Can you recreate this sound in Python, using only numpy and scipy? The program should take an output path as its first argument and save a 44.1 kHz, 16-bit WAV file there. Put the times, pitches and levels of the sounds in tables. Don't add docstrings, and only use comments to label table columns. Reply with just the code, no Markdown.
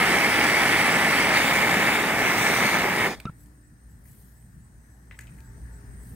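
import sys
import numpy as np
from scipy import signal
from scipy.fft import rfft, irfft, next_fast_len
from scipy.io import wavfile
from scipy.ndimage import uniform_filter1d, map_coordinates

SR = 44100
rng = np.random.default_rng(int(sys.argv[2]) if len(sys.argv) > 2 else 0)


def field_ratio(decibels):
    return 10 ** (np.asarray(decibels, dtype=float) / 20)


def output_pcm(signal):
    pcm = np.clip(np.atleast_2d(signal).T, -1, 1) * 32767
    wavfile.write(sys.argv[1], SR, np.round(pcm).astype(np.int16))


N = 271207
T = np.arange(N) / SR

# time [s], camera gain [dB], hum [dB].
YARD = [(3.3, 2.5, -55), (3.7, -0.38, -55), (4.1, 1.5, -53.5), (4.45, 0.52, -57), (5.05, 2, -53.5),
        (5.3, 5.5, -51), (5.62, 7, -46), (5.9, 7.5, -45.5), (6.15, 8, -49)]
# frequency [Hz], left [dB], right [dB], likeness of the ports [0-1].
AIR = [(30, -29, -26, 1), (247, -10, -10.5, .9), (501.6, -23, -23, 0.27), (850, -23.5, -25.5, 0.17),
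       (1250, -23, -29.5, .4), (1820, -16, -35.5, 0.38), (2340, -31, -38.5, 0.27), (3450, -40.5, -41, .2),
       (4070, -34, -41.5, .1), (6100, -36.5, -29, .3), (7150, -32.5, -38, .6), (10268, -40.5, -41.5, .8),
       (15900, -38, -39, .8)]
# frequency [Hz], lead of the left port [radians].
AIR_LEAD = [(1, 0), (700, 0), (1050, 2.8), (2200, 3.2), (2600, 0), (5300, 0), (5800, 3), (6300, 3),
            (6800, 0)]
# frequency [Hz], left [dB], right [dB], likeness [0-1].
TRAFFIC = [(25.04, -23, -24.5, .85), (49.7, 0, -3, 0.84), (120, 2, 2, 0.975), (209.6, -4, -6.5, 0.942),
           (326, -20.5, -20.5, 0.27), (501, -34.5, -34.5, .5)]
# time [s], level [dB], length [s].
GUSTS = [(.9, -52.5, 0.048), (2.12, -44.5, 0.042), (2.249, -41.5, .05), (2.78, -52.5, 0.056),
         (3.17, -45, 0.032), (3.43, -54.5, 0.047), (4.11, -57, 0.038), (4.78, -61.5, 0.0306),
         (5.629, -48.5, .04), (5.9, -49.5, 0.037), (5.96, -53.5, .06), (6.04, -56.5, 0.04),
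         (6.13, -56, 0.039)]
# frequency [Hz], width [Hz], level [dB].
HUM = [(57.6, 22, 0.5), (119, 14, -7)]
# start [s], end [s], frequency [Hz], unsteadiness [Hz], level [dB].
WHINES = [(3.33, 3.78, 296, 9, -64.5), (4.75, 5.05, 297, 6, -70), (5.46, 5.62, 405, 25, -66),
          (5.7, 6.05, 412, 30, -66), (5.08, 5.26, 894, 16, -74), (5.33, 5.58, 894, 16, -72),
          (5.65, 5.9, 894, 12, -74), (5.37, 5.48, 1620, 150, -65), (4.6, 6.15, 6115, 9, -82),
          (3.4, 3.9, 6300, 40, -88), (4.4, 5.6, 7800, 20, -82), (4.2, 5.1, 7200, 6, -86),
          (5.52, 5.97, 9480, 60, -78), (5.5, 6.15, 8650, 80, -77), (4.45, 4.95, 6950, 10, -87),
          (4.8, 5.05, 11300, 700, -78), (3.98, 4.3, 11250, 1200, -79), (5.97, 6.15, 11000, 2000, -73)]
# frequency [Hz], left [dB], right [dB], likeness [0-1].
CHORUS = [(7500, -29.5, -26, .5), (8100, -10.5, -1.5, 0.49), (8790, -14.5, -0.5, .5), (9430, -13.5, -5, .4),
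          (9868, -35, -28.5, 0.42)]
CHIRPS = [3.38, 3.62, 3.88, 4.075, 4.345, 4.61, 4.89, 5.16, 5.435, 5.715, 5.99]
# time [s], frequency [Hz], level [dB], length [s].
NEIGHBOURS = [(3.5, 8150, -75, .03), (3.61, 8814, -71.5, 0.041), (3.72, 9350, -80.5, .04),
              (3.841, 8906, -70, 0.11), (3.85, 9500, -75.5, .05), (4.08, 8900, -66, 0.061),
              (4.17, 9200, -71.5, .06), (4.24, 8300, -71.5, .05), (4.44, 8750, -71, 0.085),
              (4.61, 9430, -73, .05), (4.677, 8785, -71, 0.059), (4.73, 8670, -73.5, .06),
              (4.882, 8780, -74, 0.062), (4.92, 9500, -76.5, 0.031), (5.06, 9500, -76, 0.031),
              (5.341, 8240, -73.5, .06), (5.39, 8800, -74.5, 0.039), (5.54, 9500, -72.5, 0.031),
              (5.584, 8750, -67.5, 0.137), (5.6, 8070, -70.5, 0.065), (5.68, 9520, -70, .05),
              (5.779, 8570, -66.5, 0.051), (5.82, 9360, -67.5, .06), (5.93, 8080, -69.5, .05),
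              (5.95, 8760, -65.5, 0.082), (6.0, 9300, -66, .05), (6.079, 8520, -66.5, .06)]
# peak time [s], level [dB], time to fall 18 dB [s].
RUSTLE = [(3.41, -64, 0.14), (3.916, -69.5, 0.06), (4.074, -62.5, 0.24), (4.12, -67, 0.23),
          (4.22, -71.5, 0.56), (4.3, -78.5, 0.17), (5.118, -78, 1.47), (5.39, -74.5, 0.12),
          (5.74, -79, 0.36), (6.04, -64, 1.5)]
# frequency [Hz], left [dB], right [dB], likeness [0-1].
CLOTH = [(1500, -30.5, -34.5, 0.303), (3000, -16.5, -22.5, 0.313), (7000, -15, -16, .4),
         (10320, -6, -11, 0.7042), (11300, -3.5, -11.5, 0.57), (13000, -6, -10.5, .7),
         (15800, -5.5, -17.5, .7)]
# time [s], peak [dB], brightness [dB], scattered tail [dB], ring length [0-1.5].
CLICKS = [(4.0544, -57, -2, 7.5, 0.65), (4.4244, -59, -4.5, -11.5, .5), (5.111, -35, -24, -1, .65),
          (5.1485, -52, -18, -1, 0.63), (5.1897, -31, -8.5, -4, 0.72), (5.2040, -43, -10.5, -2.5, .9),
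          (5.2085, -50.5, 5.5, -1.5, 1.1), (5.236, -52, -7.5, -3, .7), (5.1255, -47, -20, -4, 0.68),
          (5.222, -48.5, -5, -2, 0.81), (5.3853, -47, -9.5, -3.5, 0.37)]
# time [s], peak [dB], brightness [dB], tail [dB], ring length [0-1.5].
TICKS = [
    (3.4594, -59.5, 1, -4.5, 0.493),
    (5.2703, -43, -12.5, 3, 0.48),
    (5.4048, -45, -1.5, -9.5, 0.255),
]
# time [s], peak [dB], brightness [dB], tail [dB], ring length [0-1.5].
SNAPS = [
    (3.2004, -28.5, -16.5, -12, 0.41),
    (3.2018, -35.5, 0, -10, 0.52),
]
# time [s], peak [dB], brightness [dB], tail [dB], ring length [0-1.5].
POP = [
    (3.2538, -37, -9, -10.5, 1.02),
]
# frequency [Hz], level [dB], 60 dB decay [s].
BODY = [(1520, -13, 0.063), (1741, 2, 0.0215), (2013, 2, 0.0237), (2390, -1.5, 0.018), (2869, -9, 0.0177),
        (3620, -16.5, 0.0065)]
# frequency [Hz], level [dB], 60 dB decay [s].
BRASS = [(4440, -3, 0.0124), (5780, -3.5, 0.0102), (6770, -2, 0.048), (8280, 0.5, 0.0215),
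         (10370, -4, 0.031), (11880, -5.5, 0.031), (13900, -7, 0.0196), (15400, -4.5, .012)]
# frequency [Hz], level [dB], 60 dB decay [s].
LOOSE = [(1800, -7.5, .01), (2545, 1.5, 0.0122), (3010, 0.5, .014), (3580, -3.5, .01), (4600, -5, .008)]
# frequency [Hz], level [dB], 60 dB decay [s].
TRIGGER = [(1840, -2.5, 0.02), (2366, 0, 0.026), (3144, -1.5, 0.0144), (4102, -5, 0.017),
           (4590, -6, 0.0137)]
# frequency [Hz], level [dB], 60 dB decay [s].
SPRING = [(6530, -13, 0.0193), (8220, -1.5, 0.019), (9500, -5, 0.0142), (10990, -2.5, 0.0148),
          (12400, -5, 0.0203), (14700, 0.5, .013), (15360, 2.5, .009)]
# frequency [Hz], level [dB], 60 dB decay [s].
COLUMN = [(1790, -4, 0.0153), (2596, -2, 0.054), (3730, -2.5, 0.0234)]
# frequency [Hz], level [dB], 60 dB decay [s].
COLUMN_TOP = [(5210, 0, 0.022), (5800, -3, .015), (6330, -2, 0.0157), (8037, -12.5, .015),
              (14500, -14.5, .012)]
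# time [s], level [dB], 60 dB decay [s].
THUDS = [
    (3.2007, -50.5, 0.026),
    (3.2538, -47.5, 0.0325),
    (3.2656, -43, 0.026),
    (3.2934, -44.5, 0.033),
    (5.111, -55.5, 0.113),
    (5.1893, -58.5, 0.059),
]
# time [s], level [dB], frequency [Hz], push 1 or pull -1.
PUSH = [(3.2543, -25, 159.4, -1), (3.2533, -37, 1110, 1), (3.2647, -35, 300, -1), (3.2684, -35.5, 130, -1),
        (3.2858, -40, 140, -1), (3.2948, -31.5, 130, 1)]
# time [s], frequency [Hz], level [dB].
SONG = [(3.2525, 1250, -59.5), (3.2545, 1263, -33), (3.261, 1277, -40.5), (3.267, 1350, -47),
        (3.272, 1374, -34.5), (3.283, 1327, -32.5), (3.291, 1294, -39), (3.296, 1410, -43),
        (3.305, 1340, -66.5)]
# frequency [Hz], unsteadiness [Hz], level [dB].
RETREAT = [(1740, 160, -43), (2422, 140, -44.5), (3720, 90, -57.5), (5035, 160, -51), (5930, 180, -54),
           (6750, 150, -53)]
RETREAT_S = 3.075, 3.1, 3.15, 3.157
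# time [s], flame level [dB], jet level [dB].
GAS = [(0, -23, -37.5), (0.6, -23, -36.5), (1.32, -23.5, -37), (1.374, -20, -33.5), (1.41, -24, -35),
       (1.55, -24, -37.5), (1.9, -24.5, -37.5), (2.08, -27, -41.5), (2.25, -25.5, -40), (2.454, -25, -36.5),
       (2.76, -25.5, -37.5), (2.85, -27, -42), (2.95, -28.5, -43), (3.0, -26, -40.5), (3.068, -25.5, -41)]
# frequency [Hz], left [dB], right [dB], likeness [0-1].
ROAR = [(39.82, -23.5, -25.5, .6), (128, -8, -7.5, 1), (255, -3.5, -5, 0.9674), (520, -8.5, -5.5, 0.94),
        (820, -6, -3.5, 0.97), (1166.2, -7, -10.5, 0.92), (1420, -5.5, -9.5, 0.94), (1910, -4, -2.5, 0.94),
        (2319.3, -1, -3.5, 0.86), (2427, -13, -8.5, 0.73), (2610, -15.5, -6.5, 0.971),
        (3078, -20, -12.5, .75), (3196, -25.5, -14.5, .3), (3301.4, -18.5, -13, 0.53)]
# frequency [Hz], left [dB], right [dB], likeness [0-1].
HISS_LOW = [(3102, -8, -0.5, 0.75), (4003, -6, -9, 0.93), (4790, -7.5, -5, 0.58), (6210, -23.5, -7, 0.18),
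            (6940, -25, -19, 0.52), (7710, -14.5, -12.5, 0.87), (8010, -12.5, -8, 0.987),
            (8604, -22, -14, 0.74), (9300, -15.5, -12, 0.833), (10440, -11.5, -15.5, 0.63),
            (11886, -23, -22, 0.43), (12920, -15, -20.5, 0.22), (13936, -22, -23, 0.739),
            (15684, -16.5, -17.5, 0.62)]
# frequency [Hz], left [dB], right [dB], likeness [0-1].
HISS_MID = [(3133, -5.5, -4.5, 0.41), (3532, 1, -3, 0.76), (4131, -7, -8, 0.59), (4800, -8.5, -3.5, 0.83),
            (5660, -9.5, -11.5, 0.16), (6550, -17, -7, 0.41), (7094, -17, -12.0, 0.501),
            (7597, -12.5, -9, 0.76), (8300, -18.5, -12.0, 0.62), (9200, -15.5, -7, 1),
            (11305, -17.5, -19.5, 0.6), (12937, -16, -15, 0.71), (13780, -16.5, -18.5, 0.73),
            (15743, -15.5, -15, 0.55)]
# frequency [Hz], left [dB], right [dB], likeness [0-1].
HISS_HIGH = [(3212, -4, -5.5, 0.55), (4090, -8, -9.5, 0.61), (5070, -6, -7, 0.57), (5508, -10, -6.5, 0.68),
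             (6145, -17, -7, 0.31), (7240, -21, -12.5, 0.13), (8200, -14.5, -10, 0.79),
             (8792, -20, -12.5, 0.78), (9470, -13.5, -10.5, 0.79), (9900, -15.5, -16.5, 0.52),
             (11710, -17, -22, 0.36), (13200, -14.5, -14, 0.5), (13950, -16.5, -18.5, 0.7),
             (15700, -13.5, -16.5, 0.46)]
# time [s], place between the three ways [0-2].
POSE = [(0, 0.21), (1.33, 0.07), (1.42, 1), (2.05, 1), (2.3, 2), (2.88, 2.154), (2.97, 1.3)]
# frequency [Hz], lead of the left port [radians].
TORCH_LEAD = [(1, 0), (200, -.02), (430, -.35), (800, .1), (1120, .15), (1550, -.9), (1980, -.8),
              (2500, -1.4), (3050, -1.4), (3270, .7), (4050, -1.3), (4480, -2.2), (5340, -3.3),
              (7300, -6.28)]
# frequency [Hz], width [Hz], boost [dB].
TUBE = [(196, 73, 2), (411, 45, 1.5), (819.1, 43.3, 3.5), (1274, 89, 3.5), (1755.8, 63, 5),
        (2145.4, 110, 3), (2608, 63, 2.5), (2947.5, 60, 3.5), (3682, 47, 3.5), (4298, 61, 1.5),
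        (4821, 110, 4.5), (6570, 35, 2.5), (7705, 130, 4)]
# time [s], share [0-1], delay [ms].
BOUNCE = [(2.1, 0, 0.417), (2.3, .3, 0.424), (2.75, .3, .39), (2.85, 0, 0.422)]
# roar, rumble, hiss, fizz [dB/s].
SAG_DB_PER_S = [135, 150, 110, 250]


def unit(x):
    return x / np.sqrt(np.mean(x ** 2) + 1e-20)


def curves(rows):
    s, *cols = np.transpose(rows)
    return [np.interp(T, s, c) for c in cols]


def wobble(rate):
    return map_coordinates(rng.standard_normal(int(N * rate / SR) + 4), [np.arange(N) * rate / SR])


def filtered(x, order, hz, kind="band"):
    return signal.lfilter(*signal.butter(order, hz, kind, fs=SR), x)


def wavering(hz, rate, depth):
    return np.sin(2 * np.pi * hz * T + depth * wobble(rate))


def patchy(depth_db):
    z = signal.stft(rng.standard_normal((2, N)), nperseg=512)[2]
    field = uniform_filter1d(rng.standard_normal(z.shape[1:]), size=6, axis=0)
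    field = uniform_filter1d(field, size=12, axis=1)
    return signal.istft(z * field_ratio(depth_db * unit(field)), nperseg=512)[1][:, :N]


def ports(pair, table, lead=((1, 0),), edge_db=-120):
    m = next_fast_len(N + 8192)
    hz = np.fft.rfftfreq(m, 1 / SR)
    f, left, right, alike = np.transpose(table)

    def read(v, **ends):
        return np.interp(np.log(hz + 1), np.log(f + 1), v, **ends)

    gain = field_ratio(np.array([read(v, left=edge_db, right=edge_db) for v in (left, right)]))
    turn = np.arccos(np.clip(read(alike), 0, 1) ** 0.898) / 2
    twist = np.exp(.5j * np.interp(hz, *np.transpose(lead)))
    shared, unshared = rfft(pair, m) * [np.cos(turn), np.sin(turn)]
    out = irfft(gain * [(shared + unshared) * twist, (shared - unshared) / twist], m)[:, :N]
    return out / np.sqrt(np.mean(out.mean(0) ** 2))


def split(x, hz):
    low = signal.sosfiltfilt(signal.butter(2, hz, fs=SR, output="sos"), x)
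    high = x - low
    return low / low.mean(0).std(), high / high.mean(0).std()


def breeze():
    strength = sum(field_ratio(db) * np.exp(-((T - s) / length) ** 2) for s, db, length in GUSTS)
    lumps = unit(filtered(rng.standard_normal(N), 2, [30, 90]))
    return strength * lumps * [[1], [-.3]]


def machines(hum_db):
    hum = sum(field_ratio(db + 2.9 * wobble(width)) * wavering(hz, width, 0.82) for hz, width, db in HUM)
    whine = 0
    for start, end, hz, width, db in WHINES:
        fade = np.clip(np.minimum(T - start, end - T + 0.0376) / 0.069, 0, 1)
        whine = whine + fade * field_ratio(db + 3 + 1.8 * wobble(width)) * wavering(hz, width, .8)
    return field_ratio(hum_db + 3.5) * hum + whine


def crickets(gain_db):
    def burst(u):
        return np.clip(np.sin(np.pi * np.clip(u / 0.0467, 0, 1)), 0, 1)

    chirp = field_ratio(gain_db - 69) * sum(burst(T - s) + 0.84 * burst(T - s - .03) for s in CHIRPS)
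    strokes = 1 + 0.68 * wavering(110, 20, 1.6)
    near = chirp * strokes * wavering(7840, 300, .8)
    scrape_db, waver = .4 + 3.6 * wobble(150), 1.15 * wobble(400)
    others = 0
    for s, hz, db, length in NEIGHBOURS:
        swell = np.exp(-(2 * (T - s) / length) ** 4)
        others = others + field_ratio(db) * swell * np.sin(2 * np.pi * hz * T + waver)
    others = field_ratio(scrape_db) * others
    chorus_db = -72.5 + .9 * gain_db + .8 * wobble(5) + 2.1 * wobble(120)
    chorus = field_ratio(chorus_db) * ports(patchy(2.9), CHORUS)
    return near * field_ratio([[-.6], [.6]]) + others * field_ratio([[-4], [2.5]]) + chorus


def sleeve():
    rise_db_per_s, rest_db = 261.5, -88
    strength = field_ratio(rest_db)
    for s, db, fall_s in RUSTLE:
        drop_db = np.where(T < s, rise_db_per_s * (s - T), 18 * (T - s) / fall_s)
        strength = strength + field_ratio(db - drop_db)
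    return strength * field_ratio(1.5 * wobble(200)) * ports(patchy(2.5), CLOTH)


def yard():
    gain_db, hum_db = curves(YARD)
    traffic = field_ratio(-55 + 0.77 * gain_db + 1.3 * wobble(4)) * ports(patchy(1.8), TRAFFIC)
    murmur, leaves = split(ports(patchy(1.2), AIR, AIR_LEAD), 2400)
    air = field_ratio(-64 + gain_db) * murmur + field_ratio(-74 + 0.69 * gain_db) * leaves
    return air + traffic + machines(hum_db) + sleeve() + crickets(gain_db)


def thuds():
    strength = 0
    for s, db, t60 in THUDS:
        onset = np.clip((T - s) / 0.0014, 0, 1)
        strength = strength + field_ratio(db - 60 * np.clip(T - s, 0, 1) / t60) * onset
    return strength * unit(filtered(rng.standard_normal(N), 2, [450, 1300]))


def ring(modes, t, rate):
    out = 0
    for hz, db, t60 in modes:
        rough = 1.14 * np.tanh(t / 0.0026) * map_coordinates(rng.standard_normal(800), [t * rate])
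        out = out + field_ratio(db + rng.normal(0, 1.53) - 60 * t / t60) * np.sin(2 * np.pi * hz * t + rough)
    return out


def scatter(hit, t, tail_db):
    echo = rng.standard_normal((2, len(t)))
    echo = echo * field_ratio(2.94 * map_coordinates(rng.standard_normal(64), [t * 120]))
    tail = 2.42 * filtered(echo, 1, 6000, "high") + 2.06 * filtered(echo, 1, [1500, 3200])
    tail = tail * field_ratio(-60 * t / 0.29) * (t > .006)
    grit = field_ratio(-60 * t / 0.0106) * filtered(rng.standard_normal(len(t)), 2, [1900, 3200])
    wet = signal.fftconvolve(hit[None] + 4 * grit, tail / np.linalg.norm(tail[0]), axes=1)
    return field_ratio(tail_db - 4.0) * wet[:, :len(t)]


def contact(t, bright_db, length, crack_db, body, top):
    crack = filtered(rng.standard_normal(len(t)), 1, [2000, 9000])
    crack = field_ratio(crack_db - 60 * t / (.015 * length)) * crack
    damping = field_ratio(-60 * t * (1 / length - 1) / 0.0327)
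    hit = damping * ring(body, t, rate=536) + field_ratio(bright_db) * damping * ring(top, t, rate=1520)
    hit = (hit + field_ratio(.6 * bright_db) * crack) * (1 - np.exp(-t / 0.00044))
    return signal.sosfilt(signal.butter(4, 1450, "high", fs=SR, output="sos"), hit)


def clicks():
    out, t = np.zeros((2, N + SR)), np.arange(SR // 4) / SR
    struck = [(CLICKS, BODY, BRASS), (TICKS, LOOSE, BRASS), (SNAPS, TRIGGER, SPRING), (POP, COLUMN, COLUMN_TOP)]
    for rows, body, top in struck:
        for s, db, bright_db, tail_db, length in rows:
            pan_db, crack_db = (-5.5, -5.5) if s < 3.7 else (4.5, -11)
            hit = contact(t, bright_db, length, crack_db, body, top)
            heard = hit + scatter(hit, t, tail_db)
            far = int(pan_db > 0)
            heard[far] = np.pad(heard[far], (1, 0))[:len(t)]
            pan = np.array([[pan_db], [-pan_db]]) / 2
            out[:, round(s * SR):][:, :len(t)] += field_ratio(db - 2.5 + pan) * heard
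    return out[:, :N]


def flashback():
    hz, db = curves(SONG)
    start_s, end_s = SONG[0][0], SONG[-1][0]
    over_db = np.clip(-8.5 - 1600 * (T - start_s), -46.5, 0)
    phase = 2 * np.pi * np.cumsum(hz) / SR
    overtones = np.sin(2 * phase) + 0.63 * np.sin(3 * phase)
    out = field_ratio(db) * (T > start_s) * (T < end_s) * (np.sin(phase) + field_ratio(over_db) * overtones)
    for s, level_db, puff_hz, sign in PUSH:
        u = np.clip(T - s, 0, None) * puff_hz
        shape = np.exp(-.3 * u - 0.86 * u ** 3) * np.tanh(6 * u)
        out = out + sign * field_ratio(level_db + 5.5) * np.sin(2 * np.pi * u) * shape
    return out


def retreat():
    lines = sum(field_ratio(db + 3.5 + 3.4 * wobble(width)) * wavering(hz, width, 1.26) for hz, width, db in RETREAT)
    return lines * np.interp(T, RETREAT_S, [0, 1, .4, 0.0])


def valve():
    shut_s, snuff_s, silent_s = 3.0686, 3.15, 3.33
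    snuff_db = [-16, -9.5, -8.5, -2]

    def ramp(s, length):
        return np.clip((T - s) / length, 0, 1)

    loss_db = -np.outer(SAG_DB_PER_S, np.clip(T - shut_s, 0, snuff_s - shut_s))
    loss_db = loss_db + np.outer(snuff_db, ramp(snuff_s, 0.0064))
    loss_db[0] += -6 * ramp(shut_s, 0.013)
    return field_ratio(loss_db - 139.5 * np.clip(T - snuff_s, 0, 1)) * (T < silent_s)


def resonant(x):
    m = next_fast_len(N)
    hz = np.fft.rfftfreq(m, 1 / SR)
    lift_db = sum(db / (1 + (2 * (hz - centre_hz) / width) ** 2) for centre_hz, width, db in TUBE)
    return irfft(rfft(x, m) * field_ratio(lift_db), m)[:, :N]


def bounced(x):
    share, delay_ms = curves(BOUNCE)
    late = np.arange(N) - delay_ms * SR / 1000
    echo = np.array([map_coordinates(v, [late]) for v in x])
    return (x - share * echo) / np.sqrt(1 + share ** 2)


def flame(puffs_per_s=2500, share=0.417):
    roar_db, hiss_db = curves(GAS)
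    rumble_db = -27 + 0.27 * (roar_db + 23)
    fizz_db = -38 + .75 * (hiss_db + 37) + 0.66 * wobble(6)
    pockets = -rng.exponential(size=N) ** 0.684 * (rng.random(N) < puffs_per_s / SR)
    source = patchy(0.72) * field_ratio(0.37 * wobble(70))
    source[0] = np.sqrt(1 - share) * source[0] + np.sqrt(share) * unit(pockets - pockets.mean())
    rumble, roar = split(ports(resonant(source), ROAR, TORCH_LEAD), 1150)
    jet = bounced(resonant(patchy(1.3) * field_ratio(0.67 * wobble(150))))
    pose, = curves(POSE)
    held = 0
    for k, table in enumerate((HISS_LOW, HISS_MID, HISS_HIGH)):
        held = held + np.clip(1 - abs(pose - k), 0, 1) * ports(jet, table, TORCH_LEAD)
    hiss, fizz = split(held, 7000)
    gains = field_ratio([roar_db + 0.52 * wobble(12), rumble_db, hiss_db, fizz_db]) * valve()
    return sum(gain * layer for gain, layer in zip(gains, (roar, rumble, hiss, fizz)))


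def scene():
    return breeze() + yard() + thuds() + clicks() + flashback() + retreat() + flame()


def top_cut(x):
    return signal.sosfilt(signal.butter(12, 16980, fs=SR, output="sos"), x)


def record(dry):
    return top_cut(dry)


dry = scene()
out = record(dry)
output_pcm(out)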